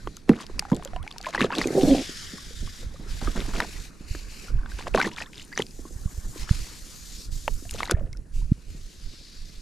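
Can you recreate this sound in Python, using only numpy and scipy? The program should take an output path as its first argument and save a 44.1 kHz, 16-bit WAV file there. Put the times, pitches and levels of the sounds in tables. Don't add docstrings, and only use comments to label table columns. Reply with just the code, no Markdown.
import sys
import numpy as np
from scipy import signal
from scipy.fft import rfft, irfft, next_fast_len
from scipy.io import wavfile
from scipy.ndimage import uniform_filter1d, map_coordinates

SR = 44100
rng = np.random.default_rng(int(sys.argv[2]) if len(sys.argv) > 2 else 0)


def log_audio(samples):
    frames = np.atleast_2d(samples).T
    limited = np.clip(frames, -1, 1)
    pcm = np.round(limited * 32767).astype(np.int16)
    wavfile.write(sys.argv[1], SR, pcm)


def amplitude_ratio(level_db):
    exponent = np.asarray(level_db, float) / 20
    return 10 ** exponent


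N = 423801

# freq_hz, density_db (dB per Hz)
SLOSH_SPECTRUM = [(250, -38), (500, -6), (1000, 3.5), (1800, 3), (2600, -11.5), (5000, -63)]
# freq_hz, density_db (dB per Hz)
HULL_SPECTRUM = [(90, -15), (160, 1), (280, -4), (450, -10), (800, -25.5), (1500, -66)]
# freq_hz, correlation (0 to 1)
PORT_LIKENESS = [(60, 0.9), (180, 0.44), (550, 0.24), (1650, 0.56), (4970, 0.85), (15000, 0.55)]


def unit(x):
    return x / np.sqrt(np.mean(x ** 2) + 1e-20)


def along(points, hz):
    f, v = np.transpose(points)
    return np.interp(np.log(hz + 1), np.log(np.abs(f) + 1), v)


def curves(rows):
    s, *cols = np.transpose(rows)
    return [np.interp(np.arange(N) / SR, s, c) for c in cols]


def wobble(rate):
    knots = rng.standard_normal(int(N * 400 / SR) + 4)
    return map_coordinates(knots, [np.arange(N) * min(rate, 400) / SR])


def filtered(x, response):
    m = next_fast_len(N + SR // 2)
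    return irfft(rfft(x, m) * response(np.fft.rfftfreq(m, 1 / SR)), m)[..., :N]


def rush(spectrum, alike, patchy_db):
    z = signal.stft(rng.standard_normal((2, N)), nperseg=512)[2]
    field = uniform_filter1d(rng.standard_normal(z.shape[1:]), size=5, axis=0)
    field = uniform_filter1d(field, size=10, axis=1)
    pair = signal.istft(z * amplitude_ratio(patchy_db * unit(field)), nperseg=512)[1][:, :N]

    def mid_side(hz):
        turn = np.arccos(np.clip(along(alike, hz), -1, 1)) / 2
        return amplitude_ratio(along(spectrum, hz)) * [np.cos(turn), np.sin(turn)]

    mid, side = filtered(pair, mid_side)
    return unit(np.array([mid + side, mid - side]))


def pings(s, db, hz, t60, glide, rise_cycles, size):
    t = np.arange(size) / SR
    hz, t60, db = hz[:, None], t60[:, None], db[:, None]
    slide = glide * t60 * (t / t60 - 1 + np.exp(-t / t60 * 3) / 3 + 2 / 3)
    phase = 2 * np.pi * hz * (t + slide)
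    envelope = amplitude_ratio(db - 60 * t / t60) * (1 - np.exp(-t * hz / rise_cycles))
    shape = envelope * np.sin(phase - phase[:, :1])
    at = np.round(s * SR).astype(int)[:, None] + np.arange(size)
    return np.bincount(at.ravel(), shape.ravel(), N + size)[:N]


def bubbles(count, hz_mid, spread, cycles, scatter_db):
    draw = rng.random((count, 4))
    hz = hz_mid * np.exp(spread * (draw[:, 1] + draw[:, 2] - 1))
    db = -scatter_db * np.log(0.07 + draw[:, 3])
    return unit(pings(draw[:, 0] * N / SR, db, hz, cycles / hz, glide=0.14, rise_cycles=0.23, size=640))


def wind():
    # start_s, peak_db
    eddies = [(.05, -29), (.55, -31.5), (1.0, -29), (1.9, -26), (2.63, -24.5), (2.86, -31.5), (3.15, -27),
              (3.26, -19), (3.39, -26), (3.822, -31), (4.12, -32), (4.57, -21.5), (4.92, -25.5),
              (6.05, -31.5), (6.3, -29.5), (6.44, -28), (6.58, -24), (7.34, -24), (7.55, -30), (7.78, -29),
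              (8.018, -19.5), (8.2, -35), (8.485, -21.5), (9.06, -34), (9.48, -31)]
    # start_s, peak_db, width_s, lean_rad (0 a push, 1 suck then push)
    pops = [
        (4.107, -19.5, 0.0024, -0.5),
        (5.956, -24, 0.0024, 4),
        (6.053, -16.5, 0.0015, 0.5),
        (6.178, -20.5, 0.0026, 1.5),
        (6.506, -5.5, 0.0016, -0.5),
        (7.938, -10, 0.002, 1),
        (8.514, -4, .0011, 1.5),
    ]
    # freq_hz, density_db (dB per Hz)
    buffet_spectrum = [(10, 0), (22, 8), (40, 3.5), (90, -7), (140, -13.5), (260, -34.5), (500, -70.5)]
    breeze_db, wake_db = -51.5, -15.5
    eddy_s, wake_s = 0.042, 0.31
    s, db = np.transpose(eddies)
    knots = np.arange(0, N / SR, 1 / 500)

    def bell(half_s):
        return np.exp(-((knots - s[:, None]) / half_s) ** 2)

    gusts = bell(eddy_s) + amplitude_ratio(2 * wake_db) * bell(wake_s)
    power = amplitude_ratio(2 * breeze_db) + np.sum(amplitude_ratio(2 * db[:, None]) * gusts, axis=0)
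    buffet, = curves(np.transpose([knots, np.sqrt(power)]))
    lumps = amplitude_ratio(1.5 * wobble(25))
    out = buffet * unit(lumps * rush(buffet_spectrum, [(30, 0.87), (300, 0.99)], patchy_db=3.5))
    t = np.arange(-2048, 2048) / SR
    for start_s, peak_db, width_s, lean in pops:
        u = (t - .007) / width_s
        push = (1 - 0.26 * u ** 2) * np.cos(lean)
        suck = 0.89 * u * np.sin(lean)
        at = round(start_s * SR)
        out[:, at - 2048:at + 2048] += amplitude_ratio(peak_db + 1) * (push + suck) * np.exp(-.35 * u ** 2)
    return out


def running():
    # start_s, hiss_db, grip (0 loose, 1 tight), palm (-1 deep, 0 flat, 1 shallow cup)
    hand = [(0, -57, 0.86, -0.12), (1.45, -60.5, 1, -0.72), (1.8, -38.5, 0.42, -0.16), (2.0, -38, 1, -0.19),
            (2.45, -46, 0.88, -0.1), (3.5, -45.5, 0.66, -0.3), (4.45, -48, 0.61, -0.53),
            (4.8, -51.5, 0.69, -0.54), (5.0, -62.5, 0.23, 0.074), (5.55, -56, 0.14, -0.25),
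            (6.34, -49, 0.039, 0.2), (6.42, -38.5, 0.89, -0.28), (6.8, -48, 0.41, -0.099),
            (7.2, -45.5, 0.23, 0.7), (7.8, -50, 0.049, -0.25), (8.7, -55, 0.62, -0.4),
            (9.2, -52.5, 0.94, 1), (9.61, -53.5, 0.81, 0.44)]
    # start_s, length_s, loss_db
    stops = [
        (0.178, 0.2, 6.5),
        (0.965, 0.077, 14),
        (2.824, 0.27, 11),
        (3.853, 0.24, 13.5),
        (4.2, 0.11, 6.5),
        (4.484, 0.22, 15),
        (6.414, 0.085, 13),
        (7.247, 0.074, 16.5),
        (7.854, 0.49, 20.5),
        (8.4, 0.3, 7.5),
    ]
    clamp_s, let_go_s = 0.056, 0.027
    creep = 0.79
    hiss_db, grip, palm = curves(hand)
    t = np.arange(N) / SR
    for s, length, loss_db in stops:
        creep_end = s + max(length - let_go_s, clamp_s + .001)
        held = np.interp(t, [s, s + clamp_s, creep_end, s + length], [0, 1, creep, 0])
        hiss_db = hiss_db - loss_db * held
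    return hiss_db, grip, palm


def rope():
    # freq_hz, density_db (dB per Hz)
    tight_spectrum = [(600, -40), (1000, -12.5), (1700, -7), (2600, -7), (4500, -1), (7000, -7.5),
                      (12100, -19.5), (16000, -37)]
    # freq_hz, density_db (dB per Hz)
    loose_spectrum = [(530, -4), (900, -10), (1790, -21), (2890, -4), (4860, 3), (6720, 8.5), (9770, 2.5),
                      (11000, -4.5), (12100, 1), (14500, -7), (16000, -46)]
    # freq_hz, width_hz
    hollows = [(2550, 880), (4650, 2030)]
    # start_s, spacing_hz (between bright bands), bounce_db
    bounce = [
        (1.75, 2000, -9),
        (2.1, 1690, -3),
        (2.85, 1780, -3),
        (3.5, 1750, -11),
        (4.1, 2230, -4),
        (4.45, 2520, -4),
        (5.0, 2400, -20),
    ]
    hiss_db, grip, palm = running()
    rings = np.maximum(-palm, 0.14 * palm), np.maximum(palm, -.4 * palm)
    grip = np.clip(grip, 0, 1)
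    tight = rush(tight_spectrum, PORT_LIKENESS, patchy_db=1.8)
    loose = rush(loose_spectrum, PORT_LIKENESS, patchy_db=1.8)
    out = np.sqrt(grip) * tight + np.sqrt(1 - grip) * loose
    spacing_hz, bounce_db = curves(bounce)
    late = np.arange(N) - SR / spacing_hz
    dulled = amplitude_ratio(bounce_db) * filtered(out, lambda f: 1 / (1 + (f / 3900) ** 4))
    out = unit(out + [map_coordinates(port, [late], order=3) for port in dulled])
    for (hz, width), ring in zip(hollows, rings):
        band = [(hz - width, -40), (hz - width / 2, -6), (hz, 0), (hz + width / 2, -6), (hz + width, -40)]
        out += ring * rush(band, PORT_LIKENESS, patchy_db=1.5)
    return amplitude_ratio(hiss_db + 1.24 * wobble(150)) * out


def water():
    # start_s, slosh_db
    stir = [(0, -56), (0.27, -67), (0.4, -52.5), (1.0, -53), (1.2, -58.5), (1.75, -42.5), (2.05, -53),
            (2.6, -63.5), (3.1, -51.5), (3.6, -48.5), (3.92, -57.5), (4.8, -50), (5.7, -62.5),
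            (6.45, -49.5), (7, -62), (9.61, -71)]
    # freq_hz, density_db (dB per Hz)
    far_sea = [(900, -4), (1500, 2), (2500, -17), (10000, -2), (16000, -54)]
    slosh_db, = curves(stir)
    lap_db = -52.5 + 0.38 * (slosh_db - slosh_db.mean())
    slosh = unit(amplitude_ratio(1.65 * wobble(70)) * rush(SLOSH_SPECTRUM, [(500, 0.38)], patchy_db=3.5))
    fizz = bubbles(count=500, hz_mid=1300, spread=.8, cycles=14, scatter_db=1.5)
    lap = unit(amplitude_ratio(2.5 * wobble(40)) * rush(HULL_SPECTRUM, [(200, .65)], patchy_db=1))
    sea = amplitude_ratio(-70.0) * rush(far_sea, PORT_LIKENESS, patchy_db=3)
    return amplitude_ratio(slosh_db - 3.3) * (slosh + .35 * fizz) + amplitude_ratio(lap_db) * lap + sea


def tube():
    # start_s,
    # peak_db, pitch_hz
    thumps = [(0.072, -29.5, 342), (0.295, 0, 235), (0.498, -37, 378), (0.73, -17.5, 300), (1.38, -32, 444),
              (1.671, -23.5, 375), (5.62, -53, 304), (0.72, -6.5, 169), (1.414, -10.5, 240),
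              (1.445, -14.5, 414), (1.585, -16, 293), (1.656, -17.5, 326), (1.705, -19.5, 350),
              (1.753, -15.5, 340), (1.833, -6.5, 275), (1.947, -16, 325), (2.335, -28.5, 198),
              (2.625, -29.5, 204), (2.996, -32, 190), (3.223, -24, 170), (3.279, -21.5, 280),
              (3.482, -28, 265), (4.007, -32, 181), (4.149, -33.5, 313), (4.554, -37, 161),
              (5.908, -40, 304), (6.359, -35.5, 334), (7.623, -37.5, 293), (8.19, -38.5, 183),
              (8.747, -35.5, 175), (2.093, -31.5, 288), (4.946, -10.5, 435), (5.068, -21, 333),
              (5.5958, -18, 387), (5.791, -32.5, 297), (5.852, -35.5, 314), (7.479, -28.5, 550),
              (7.746, -32.5, 460), (7.918, -20, 363)]
    s, db, hz = np.transpose(thumps)
    t60 = np.clip(0.018 * (1.5 - 0.0051 * db), .01, .2)
    skin = pings(s, db + 8.5, 1.275 * hz, t60, glide=-0.53, rise_cycles=0.56, size=6144)
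    skin = filtered(skin, lambda f: (1j * f / (1j * f + 95)) ** 2)
    t = np.arange(8192) / SR
    shake = np.zeros(N + len(t))
    for at, level, life in zip(s, db, t60):
        decay = amplitude_ratio(level - 60 * t / (6 * life))
        shake[round(at * SR):][:len(t)] += decay * (1 - np.exp(-t / 0.00152))
    boom = unit(filtered(rng.standard_normal(N), lambda f: amplitude_ratio(along(HULL_SPECTRUM, f))))
    return skin + amplitude_ratio(-12.0) * shake[:N] * boom


def drops():
    # start_s, peak_db, pitch_hz
    plop_rows = [(0.717, -22.5, 970), (0.962, -25.5, 740), (1.246, -28.5, 1750), (1.267, -19, 1040),
                 (1.378, -17.5, 1990), (1.504, -21.5, 970), (1.526, -22, 1110), (1.642, -23.5, 2540),
                 (2.382, -39.5, 1140), (2.675, -39, 1160), (2.83, -37.5, 510), (3.274, -23, 1250),
                 (4.947, -10, 650), (4.976, -16.5, 1115), (4.984, -15.5, 807), (5.0003, -11, 1560),
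                 (5.05, -20, 1850), (5.204, -27, 1880), (5.527, -31.5, 1980), (7.653, -39.5, 706)]
    # start_s, peak_db, pitch_hz
    slap_rows = [(0.073, -22, 1150), (0.293, -10.5, 565), (0.593, -20.5, 2490), (0.7, -32, 1400),
                 (0.825, -30.5, 1110), (0.875, -32, 3260), (1.348, -16.5, 1070), (1.407, -12.5, 1760),
                 (1.615, -13, 2080), (3.603, -12, 1890), (4.15, -29, 1720), (4.66, -28.5, 1520),
                 (4.869, -23.5, 1070), (5.014, -9, 2340), (5.184, -22, 2390), (5.5766, -16, 1900),
                 (6.492, -25, 1730), (7.479, -11.5, 900), (7.805, -18, 1250), (7.831, -14, 2200),
                 (7.897, -18.5, 1480)]
    # start_s, peak_db, pitch_hz
    link_rows = [(0.582, -42, 1060), (0.624, -30, 840), (0.652, -31, 806), (0.684, -39, 800),
                 (0.729, -24.5, 1020), (0.772, -38, 705), (0.796, -34, 720), (0.856, -28, 556),
                 (0.934, -31, 735), (1.039, -40, 780), (1.066, -36.5, 870), (1.11, -41, 1150),
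                 (1.14, -45, 750), (1.162, -35.5, 950), (1.204, -36.5, 784), (1.268, -28, 623),
                 (1.288, -28.5, 674)]
    # start_s, peak_db, pitch_hz
    tick_rows = [(0.4086, -29, 8500), (0.6231, -41, 7350), (0.7, -34, 6740), (0.7173, -29, 6940),
                 (1.0282, -34, 9050), (3.603, -15, 5100), (6.492, -26, 3000), (0.168, -24, 6300),
                 (0.466, -26.5, 5000), (0.5941, -5.5, 4750), (0.707, -33, 6500), (0.747, -28, 7500),
                 (0.7534, -31, 4300), (0.765, -24.5, 7400), (0.835, -33, 8950), (0.8493, -20, 7000),
                 (0.9621, -26.5, 2920), (1.077, -21, 2300), (1.113, -25, 3500), (1.108, -33, 4970),
                 (1.125, -29, 4600), (1.228, -29, 6500), (1.1827, -22, 5200), (1.2135, -25.5, 4600),
                 (1.259, -20.5, 2400), (1.415, -11, 2700), (1.552, -18, 3370), (1.5834, -11, 3830),
                 (1.6726, -17.5, 6600), (5.116, -29, 2800), (5.163, -26, 3500), (5.222, -18, 2580),
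                 (5.38, -25.5, 3580), (5.397, -25, 2880), (5.6209, -13, 3150), (5.6665, -27, 4800),
                 (7.694, -26, 2770), (7.7102, -17.5, 8650), (7.739, -21.5, 6900), (7.855, -22, 3920),
                 (7.9112, -7, 6740), (8.1295, -29, 5370), (8.1718, -33.5, 5430)]
    s, db, hz = np.transpose(plop_rows + slap_rows + link_rows)
    t60 = .045 * (800 / hz) ** .35
    t60[len(plop_rows):][:len(slap_rows)] *= .4
    t60 = np.clip(t60, .006, .06)
    plops = pings(s, db - 0.5, .95 * hz, t60, glide=0.1, rise_cycles=0.15, size=1536)
    out = np.array([plops, plops])
    t = np.arange(1024) / SR
    splash = np.zeros(N + len(t))
    for at, level in zip(s, db):
        splash[round(at * SR):][:len(t)] += amplitude_ratio(level - 60 * t / 0.014)
    wash = unit(filtered(rng.standard_normal(N), lambda f: amplitude_ratio(along(SLOSH_SPECTRUM, f))))
    out += amplitude_ratio(-6.5) * splash[:N] * wash
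    slap_ticks = [(s + 0.00125, db - 8, 2120 + 0.88 * hz) for s, db, hz in slap_rows]
    s, db, hz = np.transpose(tick_rows + slap_ticks)
    pan_db = 4 * rng.standard_normal((len(s), 1))[:, 0]
    spray = np.zeros((2, N + len(t)))
    for at, level, lean, pitch_hz in zip(s, db, pan_db, hz):
        burst = amplitude_ratio(level + 0.14 * (level - 0.5) - 60 * t / 0.013) * rng.standard_normal(len(t))
        dulling = (1 + 1j * np.fft.rfftfreq(len(t), 1 / SR) / (1.85 * pitch_hz)) ** 2
        burst = irfft(rfft(burst) / dulling)
        spray[:, round(at * SR):][:, :len(t)] += burst * amplitude_ratio(np.array([[lean / 2], [-lean / 2]]))
    bright = filtered(spray[:, :N], lambda f: 1 / (1 + (2200 / (f + 1)) ** 4) / (1 + (f / 13000) ** 3))
    ring = pings(s, db - 1.5, hz, 25 / hz, glide=0.016, rise_cycles=0.4, size=512)
    return out + ring + amplitude_ratio(-2) * bright


def beads():
    # start_s, peak_db, pitch_hz
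    flung = [(5.5958, -17, 800), (4.79, -26, 447), (4.503, -33, 480), (0.172, -37.5, 1310),
             (0.497, -34, 1000), (1.03, -37, 3240), (5.001, -23, 3800), (1.329, -31, 2050),
             (1.349, -31, 4100), (0.732, -34.5, 3270), (1.287, -23, 1040), (1.349, -12, 1650),
             (1.404, -25, 1110), (1.408, -19.5, 3750), (1.416, -13, 2150), (1.424, -27, 3800),
             (1.432, -21, 2530), (1.445, -23, 3800), (1.456, -34, 2400), (1.505, -22, 1690),
             (1.524, -30, 4570), (1.561, -25, 4500), (1.576, -28, 2570), (1.592, -24, 2270),
             (1.619, -18.5, 4750), (4.941, -18, 2520), (4.96, -28, 5600), (5.009, -15, 1550),
             (5.027, -22, 5300), (5.031, -18.5, 885), (5.074, -18.5, 1060), (5.169, -31, 1310),
             (5.18, -27, 1800), (5.203, -33, 4700), (5.237, -38, 2500), (5.261, -35, 3480),
             (5.333, -37, 2460), (5.357, -36, 4860), (5.41, -37, 2030), (5.418, -36, 3900),
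             (5.428, -37, 7000), (5.45, -38, 9200), (5.561, -32, 1700), (5.576, -16.5, 5880),
             (5.588, -21, 3030), (5.588, -33, 2100), (5.6026, -18.5, 1950), (5.7094, -38, 4950),
             (7.479, -19, 2730), (7.756, -36, 4530), (7.786, -34, 608), (7.787, -36, 3500),
             (7.8, -29, 3940), (7.875, -31, 4100), (7.884, -28, 1900), (7.897, -21, 550),
             (7.9105, -10.5, 1430)]
    # start_s, peak_db, pitch_hz
    singers = [(2.96, -43.5, 1180), (3.764, -40, 1900), (4.483, -37, 1380), (4.589, -41, 1500),
               (4.633, -39, 1490), (4.718, -35.5, 1550), (4.79, -34, 1000), (5.853, -39.5, 1060),
               (6.076, -45, 1100), (8.132, -43, 2120), (8.15, -48, 1420), (8.417, -49, 940),
               (0.962, -30, 965), (1.394, -27, 2000), (1.396, -24, 1100), (1.424, -24, 1750),
               (1.432, -27, 1090), (1.441, -24, 1230), (1.532, -26, 1600), (1.536, -27, 2600),
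               (1.54, -26, 1110), (1.684, -32, 2020), (2.327, -48, 480), (2.507, -38.5, 457),
               (2.943, -38, 520), (3.061, -38, 380), (5.026, -20, 2050), (5.043, -25, 1870),
               (5.057, -28, 1940), (5.118, -42, 2750), (5.134, -45, 2920), (5.218, -30, 1870),
               (5.528, -39, 4600), (5.534, -31, 1960), (5.553, -37, 4740), (7.84, -37, 770),
               (7.925, -31, 666), (7.947, -38, 1740), (7.969, -32, 611), (7.985, -34, 640),
               (8.01, -30.5, 550), (8.04, -42, 625)]
    out = np.zeros(N)
    for rows, t60_s in ((flung, 0.011), (singers, 0.031)):
        s, db, hz = np.transpose(rows)
        t60 = np.clip(t60_s * (1500 / hz) ** 0.27, .004, .07)
        out += pings(s, db + 2, hz, t60, glide=0.064, rise_cycles=0.67, size=2048)
    return out


def splashes():
    # start_s, length_s,
    # level_db, spray_db (relative)
    open_rows = [(0.398, 0.054, -42.5, -4.5), (1.239, 0.087, -45.5, 0), (1.337, 0.039, -33.5, -5.5),
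                 (1.509, 0.055, -34.5, -17), (1.556, 0.12, -39, 0.5), (1.806, 0.039, -58.5, 23.5),
                 (1.876, 0.22, -59, 20.5), (4.787, 0.055, -45, 1.5), (5.003, 0.1, -36.5, -1.5),
                 (5.111, 0.055, -56.5, 8), (5.17, 0.087, -44.5, 1), (5.329, 0.14, -73.5, 23.5),
                 (5.572, 0.068, -43.5, 0.5), (7.728, 0.096, -51, 3.5), (7.788, 0.16, -44, -4),
                 (7.915, 0.01, -34, -3), (7.927, 0.16, -56, -32)]
    # start_s, length_s, level_db, hull_db (relative)
    hull_rows = [
        (0.286, 0.11, -43.5, 10),
        (1.392, 0.084, -32, 4.5),
        (3.215, 0.097, -44, 4),
        (3.361, 0.08, -37.5, 9.5),
        (3.45, 0.078, -46.5, 2),
        (3.545, 0.12, -35.5, 6),
        (4.869, 0.019, -38, 5),
        (4.946, 0.072, -35, 0.5),
        (7.91, 0.23, -66, 17),
    ]
    # freq_hz, density_db (dB per Hz)
    spray_spectrum = [(1500, -20), (2600, 6.5), (4000, 8), (7000, 6), (12000, -6), (16000, -36)]
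    # freq_hz, density_db (dB per Hz)
    wash_spectrum = [(100, -24), (200, -1.5), (400, -4), (700, -14), (1100, -56), (2000, -57)]
    t = np.arange(N) / SR
    gains = np.zeros((3, N))
    in_open = [(*row, -5.5) for row in open_rows]
    at_hull = [(s, length, db, -1 - 0.77 * hull_db, hull_db) for s, length, db, hull_db in hull_rows]
    for s, length, db, spray_db, hull_db in in_open + at_hull:
        near = slice(round((s - .01) * SR), round((s + length) * SR))
        times = [s - .003, s, s + 0.63 * length, s + length]
        shape = np.interp(t[near], times, [0.33, 1.0, 1.0, 0])
        gains[:, near] += shape * amplitude_ratio(db + np.array([[0], [spray_db], [hull_db]]))
    clumps = 5 * wobble(130)
    body = unit(amplitude_ratio(clumps) * rush(SLOSH_SPECTRUM, [(500, 0.6)], patchy_db=0.5))
    body = body + 2.1 * bubbles(count=1600, hz_mid=1400, spread=1.1, cycles=11, scatter_db=4)
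    spray_lumps = amplitude_ratio(.8 * clumps + 3 * wobble(300))
    spray = unit(spray_lumps * rush(spray_spectrum, [(3000, .9)], patchy_db=2.5))
    spray = spray + 1.1 * bubbles(count=3000, hz_mid=3600, spread=.7, cycles=11, scatter_db=3)
    hull = unit(amplitude_ratio(0.46 * clumps) * rush(wash_spectrum, [(300, 1.0)], patchy_db=6.0))
    return gains[0] * unit(body) + gains[1] * unit(spray) + gains[2] * hull


def necks():
    # start_s, length_s, from_hz, to_hz, level_db
    closings = [
        (0.96, 0.105, 940, 3300, -48.5),
        (5.115, 0.052, 940, 1250, -48),
        (5.518, 0.022, 1650, 1950, -41),
        (5.258, 0.024, 1700, 2900, -48),
        (5.258, 0.034, 1050, 1950, -51),
    ]
    out = np.zeros(N)
    for s, length, from_hz, to_hz, db in closings:
        u = np.arange(round(length * SR)) / (length * SR)
        hz = from_hz * (to_hz / from_hz) ** (u ** 2.5)
        envelope = np.sqrt(np.sin(np.pi * u)) * 1.7 * (1 - 0.96 * u)
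        tone = np.sin(2 * np.pi * np.cumsum(hz) / SR)
        out[round(s * SR):][:len(u)] += amplitude_ratio(db) * envelope * tone
    return out


def gurgle():
    # start_s, level_db
    plume = [
        (1.52, -56),
        (1.6, -30),
        (1.645, -49),
        (1.67, -43),
        (1.74, -35.5),
        (1.77, -27.5),
        (1.865, -29.5),
        (1.91, -22.5),
        (2.02, -37.5),
    ]
    # freq_hz, width_hz, level_db
    cavities = [(272, 71, 7.5), (415, 21, 1), (499, 43, 0.5), (763, 210, -11)]
    before = [(plume[0][0] - .03, -110)]
    after = [(plume[-1][0] + 0.084, -110)]
    level_db, = curves(before + list(plume) + after)
    bursts = amplitude_ratio(3.8 * wobble(60)) * rng.standard_normal(N)

    def dull_resonance(f):
        total = 0
        for k, (c, w, db) in enumerate(cavities):
            total = total + (-1) ** k * amplitude_ratio(db) * 1j * f * w / (c * c - f * f + 1j * f * w)
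        return total / (1 + (f / 1050) ** 6) / (1 + (150 / (f + 1)) ** 4)

    sound = filtered(bursts, dull_resonance)
    live = level_db > -100
    return amplitude_ratio(level_db + 4.5) * sound / np.std(sound[live])


def pockets():
    # start_s, length_s, pitch_hz, peak_db
    throbs = [
        (1.757, 0.068, 384, -19),
        (1.873, 0.019, 295, -14),
        (1.897, 0.045, 275.3, -10),
        (1.972, 0.046, 262, -25.5),
    ]
    out = np.zeros(N)
    uneven = amplitude_ratio(1.5 * wobble(90))
    for s, length, hz, db in throbs:
        u = np.arange(round(length * SR)) / (length * SR)
        sagging_hz = hz * (1 - 0.038 * (u - .5))
        phase = 2 * np.pi * np.cumsum(sagging_hz) / SR
        throb = np.sin(phase) + amplitude_ratio(-11) * np.cos(2 * phase)
        out[round(s * SR):][:len(u)] += amplitude_ratio(db) * np.sin(np.pi * u) ** 0.42 * throb
    return uneven * out


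def scene():
    handling = wind() + rope() + water() + splashes()
    return handling + gurgle() + tube() + drops() + beads() + necks() + pockets()


def low_pass(x):
    return signal.sosfilt(signal.butter(12, 15830, fs=SR, output="sos"), x)


def record(dry):
    # freq_hz, difference_db
    port_difference = [(60, -5), (150, -1.5), (380, -2), (950, -1), (2400, 2.5), (6000, 2.5), (10000, 3),
                       (13000, 9)]

    def ports(hz):
        lean = amplitude_ratio(along(port_difference, hz) / 2 * np.array([[1], [-1]]))
        return lean / (1 + (hz / 14000) ** 12) * (hz < 15830)

    def housing(hz):
        return amplitude_ratio(-3 * np.exp(-((hz - 8450) / 390) ** 2))

    x = filtered(dry, lambda hz: ports(hz) * housing(hz))
    mix = x / (1 + np.abs(x / .97) ** 8) ** (1 / 8)
    return low_pass(mix)


dry = scene()
out = record(dry)
log_audio(out)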